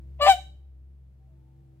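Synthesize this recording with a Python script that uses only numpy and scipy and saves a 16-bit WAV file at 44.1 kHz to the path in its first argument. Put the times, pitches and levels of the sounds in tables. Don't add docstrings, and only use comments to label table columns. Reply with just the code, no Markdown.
import sys
import numpy as np
from scipy import signal
from scipy.fft import rfft, irfft
from scipy.io import wavfile

SR = 44100
rng = np.random.default_rng(int(sys.argv[2]) if len(sys.argv) > 2 else 0)


def log_audio(samples):
    frames = np.atleast_2d(samples).T
    limited = np.clip(frames, -1, 1)
    pcm = np.round(limited * 32767).astype(np.int16)
    wavfile.write(sys.argv[1], SR, pcm)


N = 79380
T = np.arange(N) / SR
HZ = np.fft.rfftfreq(2 * N, 1 / SR)
TOP_HZ = 15950


# time in seconds, pitch in Hz, level in dB, overtone gain in dB.
LOW_NOTE = [(.193, 605.7, -60.5, -16), (.204, 596.6, -28.5, -12.5), (.212, 569.6, -29.5, 5.5),
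            (.228, 583.3, -22, -0.5), (.252, 587, -24.5, 2), (.276, 592.3, -20, -5.5), (.286, 604, -29, -7),
            (.298, 570, -58, -8)]
HIGH_NOTE = [(.255, 770, -45, -18), (.268, 769.6, -19.5, -18), (.278, 776, -17, -18),
             (.285, 788.3, -12, -13.5), (.297, 781, -9.5, -1.5), (.312, 768, -14.5, 5),
             (.326, 747.2, -21.5, 4.5), (.337, 706.6, -26.5, -6), (.35, 736, -28, -14.5),
             (.364, 698.4, -45, -16), (.386, 759, -37, -20), (.396, 759.3, -41, -26), (.406, 740, -58, -22)]
# frequency in Hz, relative strength in dB.
LOW_HARMONICS = [(585, 0), (1170, -0.5), (1750, -13), (2340, -12), (2920, -10.5), (3500, -20.5),
                 (4100, -18.5), (5250, -26.5), (5800, -44.5), (6950, -31.5), (7560, -22.5), (8200, -40),
                 (9400, -36.5), (15000, -38.5)]
HIGH_HARMONICS = [(775, -0.5), (1550, -19), (2330, -16.5), (3090, -14), (3870, -21.5), (4700, -29.5),
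                  (6200, -37), (8500, -34.5), (9500, -48), (11600, -41.5), (15000, -40.5)]

def swan():
    low, low_phase = register(LOW_NOTE, LOW_HARMONICS, jitter=.01)
    high, high_phase = register(HIGH_NOTE, HIGH_HARMONICS, jitter=.004)
    high_leads = swell(HIGH_NOTE, column=2) > swell(LOW_NOTE, column=2)
    puffs = 1 + .78 * np.cos(np.where(high_leads, high_phase, low_phase))
    return low + high + rasp(puffs) + bill_hiss(puffs) + croak() + windpipe()


def register(note, harmonics, jitter):
    phase = unsteady_phase(curve(note), jitter, drift_hz=300)
    centre_hz = np.median(np.transpose(note)[1])
    offsets = rng.uniform(0, np.pi, size=40)
    flutter_db = 2.86 * wander(hz=24.72)
    overtones = np.zeros(N)
    for k in range(2, int(TOP_HZ / centre_hz)):
        hz = k * centre_hz
        onset_s = .189 + .014 * np.tanh(hz / 3500)
        fade_in = np.sin(np.pi / 2 * np.clip((T - onset_s) / .02, 0, 1)) ** 4
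        waver_db = np.roll(flutter_db, k * SR // 20) * (k > 2)
        gain = amp(read(harmonics, hz) + waver_db) * fade_in
        overtones += gain * np.cos(k * phase + offsets[k] * (k > 2))
    brightness = amp(curve(note, column=3))
    return -np.sqrt(2) * swell(note, column=2) * (np.cos(phase) + brightness * overtones), phase


# time in seconds, level in dB.
RASP_LEVEL = [(.19, -65.5), (.203, -44.5), (.22, -46), (.25, -33.5), (.272, -26.5), (.288, -26),
              (.305, -34), (.325, -43.5), (.35, -64.5)]
# frequency in Hz, relative gain in dB.
THROAT_TONE = [(200, -56), (330, -38.5), (440, -12), (520, -11), (640, 4.5), (740, 5), (880, -13.5),
               (1050, 2), (1330, -13.5), (1650, -13.5), (1980, -4.5), (2400, -7), (2850, -4.5),
               (3700, -11.5), (5000, -24), (8000, -44.5)]

def rasp(puffs):
    return swell(RASP_LEVEL) * noise(THROAT_TONE, puffs)


# time in seconds, level in dB.
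CROAK_LEVEL = [(.25, -50), (.268, -28.5), (.284, -23.5), (.296, -37.5), (.32, -56)]

def croak():
    beat = unsteady_phase(hz=197.7, jitter=.032, drift_hz=300)
    pulses = sum(np.cos(k * beat + rng.uniform(0, np.pi)) for k in range(5, 26))
    return swell(CROAK_LEVEL) * unit(shape(pulses, amp(read(THROAT_TONE, HZ))))


# time in seconds, level in dB.
HISS_LEVEL = [(.205, -78.5), (.22, -53), (.255, -45), (.28, -36.5), (.297, -31), (.32, -46), (.335, -63.5),
              (.36, -78.5)]
# frequency in Hz, relative gain in dB.
HISS_TONE = [(1500, -24.5), (3500, 2.5), (5200, -3), (7200, -1), (8700, -7), (10000, -16), (15500, -18.5)]

def bill_hiss(puffs):
    return swell(HISS_LEVEL) * noise(HISS_TONE, puffs)


# time in seconds, level in dB.
PIPE_LEVEL = [(.193, -55.5), (.204, -35.5), (.215, -39.5), (.245, -35.5), (.275, -26), (.3, -40),
              (.33, -42.5), (.35, -71.5)]
# frequency in Hz, width in Hz, relative gain in dB.
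PIPE_RESONANCES = [(693.8, 110, -0.5), (1026, 38, -7), (1860, 46, -16.5)]

def windpipe():
    rings = sum(amp(db) / (1 + (2 * (HZ - hz) / width) ** 2) for hz, width, db in PIPE_RESONANCES)
    return swell(PIPE_LEVEL) * unit(shape(rng.standard_normal(N), rings))


# frequency in Hz, left minus right in dB.
MIC_BALANCE = [(550, 2.5), (780, 4.5), (1200, 5.5), (1550, 0), (2350, 3.5), (3100, 3), (3900, 5.5),
               (8000, 2.5), (14000, -6.5)]
# frequency in Hz, relative gain in dB.
TRUNKS_TONE = [(600, -12.5), (1500, -6), (3000, 3), (8000, 3), (15000, 4)]
# frequency in Hz, reverberation level in dB, T60 in seconds.
WOODS_REVERB = [(300, -27, 0.36), (580, -20.5, 0.43), (778.7, -28.5, .42), (1200, -29.5, .35),
                (1500, -18.5, 0.32), (2300, -15.5, 0.33), (2700, -19, .33), (2988, -12, 0.44),
                (3451, -17.5, .33), (3850, -7.5, 0.4), (4200, -18.5, 0.41), (7300, -8.5, .34),
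                (14000, -16, 0.34)]

def shore(call):
    direct = amp(np.outer([.5, -.5], read(MIC_BALANCE, HZ))) * np.array([delay(0), delay(.00011)])
    bounces = np.array([sum(rng.choice([-1, 1]) * delay(s) for s in rng.uniform(.0035, .035, size=12))
                        for _ in range(2)])
    trunks = amp(read(TRUNKS_TONE, HZ) - 12.5) * bounces / np.std(bounces)
    lake = tail(t60=lambda hz: np.full(len(hz), 1.3)) * amp(-45) / (1 + (HZ / 900) ** 2)
    woods = tail(t60=lambda hz: read(WOODS_REVERB, hz, column=2)) * amp(read(WOODS_REVERB, HZ))
    return shape(call, direct + trunks + woods * delay(.012) + lake)


# start in seconds, length in seconds, pitch in Hz, level in dB.
FAR_CALLS = [(1.187, .11, 772, -75.5), (1.258, 0.12, 650, -74), (1.288, 0.34, 885, -82.5),
             (1.347, 0.47, 772, -82)]

def far_calls():
    hoots = np.zeros(N)
    for start, length, hz, db in FAR_CALLS:
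        arch = np.sin(np.pi * np.clip((T - start) / length, 0, 1))
        hoots += amp(db) * arch * unit(np.sin(unsteady_phase(hz, jitter=.012, drift_hz=40)))
    return hoots


# time in seconds, levels in dB at 1, 2 and 5 times the firing rate.
ENGINE_LEVELS = [(0, -44, -55, -65.5), (.25, -40, -55, -70), (.55, -47, -65, -75),
                 (.85, -47.5, -64.5, -76.5), (1.12, -52, -61, -83.5), (1.35, -53, -56, -71),
                 (1.8, -59, -55.5, -66.5)]

def engine(firing_hz=66.15, right_lag_s=.00039, pan_db=.67):
    phase = unsteady_phase(firing_hz, jitter=.015, drift_hz=8)
    at_mics = np.array([phase, phase - 2 * np.pi * firing_hz * right_lag_s])
    drone = sum(amp(curve(ENGINE_LEVELS, column)) * np.cos(k * at_mics)
                for column, k in enumerate((1, 2, 5), start=1))
    return -np.sqrt(2) * drone * amp([[pan_db], [-pan_db]])


# frequency in Hz, relative gain in dB.
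AIR_TONE = [(20, -26), (45, -11.5), (70, 1), (110, 4.5), (180, -1), (270, -11), (400, -12.5), (650, -18),
            (1100, -28), (2500, -33), (6000, -41), (15500, -42.5)]
# time in seconds, level in dB.
AIR_LEVEL = [(0, -59.5), (.3, -58.5), (.7, -64.5), (1.05, -64.5), (1.4, -62.5), (1.8, -62.5)]
# frequency in Hz, left-right correlation.
AIR_CORRELATION = [(60, 0.9), (150, .88), (300, .65), (800, 0), (2000, .1), (15000, 0.023)]

def air():
    left, independent = noise(AIR_TONE), noise(AIR_TONE)
    likeness = read(AIR_CORRELATION, HZ)
    right = shape(left, likeness) + shape(independent, np.sqrt(1 - likeness ** 2))
    return np.array([left, right]) * amp(curve(AIR_LEVEL))


def amp(db):
    return 10 ** (np.asarray(db) / 20)


def unit(x):
    return x / np.sqrt(np.mean(x ** 2) + 1e-20)


def curve(table, column=1):
    columns = np.transpose(table)
    return np.interp(T, columns[0], columns[column])


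def swell(table, column=1, fade_db_per_s=4000):
    outside_s = np.maximum(np.maximum(table[0][0] - T, T - table[-1][0]), 0)
    return amp(np.maximum(curve(table, column) - fade_db_per_s * outside_s, -200))


def read(table, hz, column=1):
    columns = np.transpose(table)
    return np.interp(np.log(hz + 1), np.log(columns[0]), columns[column])


def shape(x, gain):
    return irfft(rfft(x, 2 * N) * gain)[..., :N]


def noise(tone, puffs=1):
    return unit(shape(puffs * rng.standard_normal(N), amp(read(tone, HZ))))


def wander(hz):
    return unit(shape(rng.standard_normal(N), 1 / (1 + (HZ / hz) ** 4)))


def unsteady_phase(hz, jitter, drift_hz):
    return 2 * np.pi * np.cumsum(hz * (1 + jitter * wander(drift_hz))) / SR


def delay(seconds):
    return np.exp(-2j * np.pi * HZ * seconds)


def tail(t60):
    hz, t, bands = signal.stft(rng.choice([-1., 1.], (2, N)), SR, nperseg=256)
    life_s = t60(hz)[:, None] / np.log(1000)
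    decaying = bands * np.exp(-t / life_s) * np.sqrt(2 / life_s / SR)
    return rfft(signal.istft(decaying, SR, nperseg=256)[1][:, :N], 2 * N)


def scene():
    return shore(swan()) + far_calls() + engine() + air()


def record(dry):
    lowpass = signal.firwin(511, TOP_HZ, window=("kaiser", 9), fs=SR)
    return signal.oaconvolve(dry, lowpass[None], "same")


dry = scene()
out = record(dry)
log_audio(out)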